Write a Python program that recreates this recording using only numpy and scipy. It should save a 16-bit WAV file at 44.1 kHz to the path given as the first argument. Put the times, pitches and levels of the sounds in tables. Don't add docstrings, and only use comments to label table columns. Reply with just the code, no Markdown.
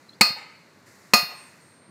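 import sys
import numpy as np
from scipy import signal
from scipy.fft import rfft, irfft, next_fast_len
from scipy.io import wavfile
from scipy.ndimage import uniform_filter1d

SR = 44100
rng = np.random.default_rng(int(sys.argv[2]) if len(sys.argv) > 2 else 0)


def unload_wav(signal):
    wavfile.write(
        sys.argv[1],
        SR,
        np.round(np.clip(np.atleast_2d(signal).T, -1, 1) * 32767).astype(np.int16),
    )


N = 83790

# [f/Hz, relative density/dB]
SOFT_BUMP = [(25, -35), (70, -23.5), (130, 0), (200, -5.5), (330, -10), (800, -28), (3000, -60)]


def amp(db):
    return 10 ** (np.asarray(db) / 20)


def unit(x):
    return x / np.sqrt(np.mean(x ** 2) + 1e-20)


def along(points, hz):
    f, v = np.transpose(points)
    return np.interp(np.log(hz + 1), np.log(f + 1), v)


def clock():
    return np.arange(N) / SR


def curve(points):
    s, value = np.transpose(points)
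    return np.interp(clock(), s, value)


def filtered(x, response):
    size = next_fast_len(N + 8192)
    hz = np.fft.rfftfreq(size, 1 / SR)
    return irfft(rfft(x, size) * response(hz), size)[:N]


def noise(spectrum):
    white = rng.standard_normal(N)
    return unit(filtered(white, lambda hz: amp(along(spectrum, hz))))


def smooth_random(samples):
    return unit(uniform_filter1d(rng.standard_normal(N), size=samples))


def decay(t, t60_s):
    return np.exp(-np.log(1000) * t / t60_s)


def struck(start_s, rise_s, t60_s):
    t = np.maximum(clock() - start_s, 0)
    return (1 - np.exp(-t / rise_s)) * decay(t, t60_s)


def tone(hz, waver):
    unsteady_hz = hz * (1 + waver * smooth_random(150))
    return np.sqrt(2) * np.sin(2 * np.pi * np.cumsum(unsteady_hz) / SR)


def air():
    # [f/Hz, relative density/dB]
    air_spectrum = [(15, -51), (25, -17), (54, -44), (93, -3.5), (177, 0), (642, -8), (706, -8.5),
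                    (759, -13), (897, -8.5), (2020, -12), (3250, -24), (4330, -15), (5000, -24),
                    (7500, -30.5), (9750, -61), (16500, -120)]
    level_db, top_hz = -56, 8000
    return amp(level_db) * filtered(noise(air_spectrum), lambda hz: 1 / np.sqrt(1 + (hz / top_hz) ** 4))


def hiss():
    # [t/s, level/dB]
    hiss_level = [(0, -63.5), (.19, -65), (.55, -65.5), (.858, -65), (.868, -55.5), (.9, -57.5),
                  (1.11, -59.5), (1.5, -58.5), (1.7, -64), (1.9, -76)]
    # [f/Hz, relative density/dB]
    hiss_spectrum = [(300, -15), (2000, 9), (3200, -9), (4400, 0.5), (7000, 1), (10000, -5.5),
                     (15000, -10.5), (16500, -33.5)]
    return amp(curve(hiss_level)) * noise(hiss_spectrum)


def whistle():
    # [t/s, level/dB]
    whistle_level = [(1.22, -120), (1.28, -60), (1.32, -65), (1.385, -52), (1.46, -57), (1.52, -66),
                     (1.59, -79), (1.615, -62.5), (1.73, -63.5), (1.9, -64.5)]
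    # [t/s, f/Hz]
    whistle_pitch = [(1.28, 8660), (1.39, 8590), (1.58, 8545), (1.73, 8603), (1.9, 8713)]
    return amp(curve(whistle_level)) * tone(curve(whistle_pitch), waver=.001)


def yard(x):
    # [f/Hz, relative level/dB]
    yard_colour = [(100, -20.5), (600, 1), (2000, 0), (3000, -2.5), (4400, -9), (8000, -9), (15000, -14.5)]
    # [f/Hz, t60/s]
    yard_t60 = [(200, 0.2), (1500, 0.91), (4500, 0.99), (12000, .4)]
    # [delay/s, level/dB, share of full decay time/1]
    walls = [(.035, -28.5, 0.46), (.15, -34, 0.78)]
    out = np.zeros(N)
    for delay_s, db, share in walls:
        hz, t, bands = signal.stft(rng.standard_normal(SR), SR, nperseg=256)
        t60_s = share * along(yard_t60, hz)
        gain = amp(along(yard_colour, hz))[:, None] * decay(t, t60_s[:, None])
        tail = signal.istft(bands * gain, SR, nperseg=256)[1]
        tail = tail / np.linalg.norm(tail)
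        delayed = np.pad(tail, (round(delay_s * SR), 0))
        out += amp(db) * signal.fftconvolve(x, delayed)[:N]
    return out


def bird():
    # [start/s, length/s, first f/Hz, last f/Hz, level/dB]
    chirps = [(.082, .034, 4080, 4190, -53), (.118, .032, 4190, 4150, -59), (.126, .022, 3120, 3700, -63),
              (.144, .016, 4500, 4700, -63)]
    flutter_db = 6
    out = np.zeros(N)
    for start_s, length_s, first_hz, last_hz, db in chirps:
        progress = np.clip((clock() - start_s) / length_s, 0, 1)
        envelope = np.sqrt(np.abs(np.sin(np.pi * progress)))
        glide_hz = first_hz + (last_hz - first_hz) * progress
        out += amp(db) * envelope * tone(glide_hz, waver=.012)
    out = out * amp(flutter_db * smooth_random(300))
    return out + yard(out)


def feet():
    # [t/s, level/dB]
    shuffles = [(0.87, -52.5), (1.879, -48.5)]
    return sum(amp(db) * noise(SOFT_BUMP) * struck(start_s, .006, 0.24) for start_s, db in shuffles)


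def bump(start_s, hz, spectrum, t60_s):
    rattle_db = -2.5
    push = np.sqrt(2) * np.sin(2 * np.pi * hz * (clock() - start_s))
    return (push + amp(rattle_db) * noise(spectrum)) * struck(start_s, .002, t60_s)


def ground(start_s, thud_db):
    # [f/Hz, relative density/dB]
    thud_spectrum = [(25, -27), (70, -25.5), (130, -16), (220, -2.5), (330, -6.5), (800, -20.5),
                     (3000, -64.5)]
    # [f/Hz, relative density/dB]
    crunch_spectrum = [(60, -36.5), (200, -14.5), (500, 3.5), (1000, 6), (2400, 4.5), (3300, -3.5),
                       (4600, 4.5), (7000, -9), (15000, -38)]
    crunch_db, crunch_t60_s = -15, .24
    drop_db, drop_delay_s = -34, .092
    thud = amp(thud_db) * bump(start_s, 220.3, thud_spectrum, t60_s=.09)
    drop = amp(drop_db) * bump(start_s + drop_delay_s, 160, SOFT_BUMP, t60_s=.05)
    crunch = amp(crunch_db) * noise(crunch_spectrum) * struck(start_s, .004, crunch_t60_s)
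    return thud + drop + crunch


def ring(start_s, hz, t60_s, db):
    rise_s = .004
    t = np.arange(SR // 2) / SR
    phase = rng.uniform(0, 2 * np.pi, (len(hz), 1))
    modes = np.sin(2 * np.pi * hz[:, None] * t + phase) * decay(t, t60_s[:, None])
    sound = np.sqrt(2) * amp(db) @ modes * (1 - np.exp(-t / rise_s))
    return np.pad(sound, (round(start_s * SR), N))[:N]


def overtones(start_s, count=85):
    # [f/Hz, level/dB]
    overtone_level = [(500, -36.5), (1000, -29.5), (2200, -39), (3200, -44.5), (4700, -29.5), (6000, -34.5),
                      (8300, -33), (11000, -39), (15500, -37.5)]
    mean_t60_s, scatter_db = 0.16, 3
    position = (np.arange(count) + rng.random(count)) / count
    hz = 500 + 15200 * position ** 1.6
    t60_s = mean_t60_s * rng.uniform(.7, 1.3, count)
    db = along(overtone_level, hz) + scatter_db * rng.standard_normal(count)
    return ring(start_s, hz, t60_s, db)


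def clang(index, start_s):
    # [f/Hz, t60/s, level in first blow/dB, level in second blow/dB]
    disc = [(208, .13, -22, -27), (709, .18, -24, -20), (1228, .17, -12, -8), (1940, .28, -31, -27),
            (2004, .17, -22, -30), (2066, .23, -23, -26), (2207, .18, -23, -32), (2501, .2, -13, -11),
            (2545, .22, -15, -21), (2735, .2, -27, -21), (2772, .33, -29, -26), (3700, .42, -36, -34),
            (3730, .42, -31, -39), (4265, .265, -7, -10), (4473, .25, -8, -16.5), (4760, .27, -15, -20),
            (5160, .25, -18, -20.5), (5412, .2, -30, -22), (5465, .25, -29, -23), (6663, .18, -33, -19),
            (7065, .16, -24, -34), (8480, .21, -27, -30), (9135, .35, -52, -42), (10350, .24, -33, -29),
            (12050, .17, -32, -28), (13390, .45, -55, -38), (14155, .28, -29, -23), (15110, .15, -34, -32),
            (15620, .25, -45, -38)]
    hz, t60_s, *levels_db = np.transpose(disc)
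    return ring(start_s, hz, t60_s, levels_db[index]) + overtones(start_s)


def crack(start_s, db):
    # [f/Hz, relative density/dB]
    crack_spectrum = [(100, -33), (400, -1), (1000, 6), (1500, -2), (2100, 3.5), (2700, 4), (3250, -7.5),
                      (4700, 6.5), (6000, -8), (8000, -5), (11000, -16.5), (16000, -21)]
    base_db, rise_s, t60_s = 1, .002, .043
    return amp(base_db + db) * noise(crack_spectrum) * struck(start_s, rise_s, t60_s)


def hammering():
    # [t/s, level/dB, thud level/dB, crack offset/dB]
    blows = [(.2098, -0.5, -17, 3), (1.1349, 2, -18, -2.5)]
    ring_echo_db = -7.5
    out = np.zeros(N)
    for index, (start_s, db, thud_db, crack_db) in enumerate(blows):
        ringing = clang(index, start_s)
        impact = crack(start_s, crack_db) + ground(start_s, thud_db)
        echo = yard(impact + amp(ring_echo_db) * ringing)
        out += amp(db) * (impact + ringing + echo)
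    return out


def scene():
    return (air() + hiss() + whistle() + bird() + feet() + hammering())[None]


def record(dry):
    limit_db, release_s, smoothing_s = -3, 0.053, 0.0069
    clip_top, low_cut_hz, top_hz = 0.68, 55, 16300
    x = dry[0]
    recovery = np.exp(-clock() / release_s)
    over_db = np.maximum(20 * np.log10(np.abs(x) + 1e-9) - limit_db, 0)
    held_db = np.maximum.accumulate(over_db / recovery) * recovery
    pole = np.exp(-1 / (smoothing_s * SR))
    reduction_db = signal.lfilter([1 - pole], [1, -pole], held_db)
    x = x * amp(-reduction_db)
    x = x / (1 + np.abs(x / clip_top) ** 6) ** (1 / 6)
    x = signal.sosfilt(signal.butter(1, low_cut_hz, "highpass", fs=SR, output="sos"), x)
    return filtered(x, lambda hz: 1 / np.sqrt(1 + (hz / top_hz) ** 120))[None]


dry = scene()
out = record(dry)
unload_wav(out)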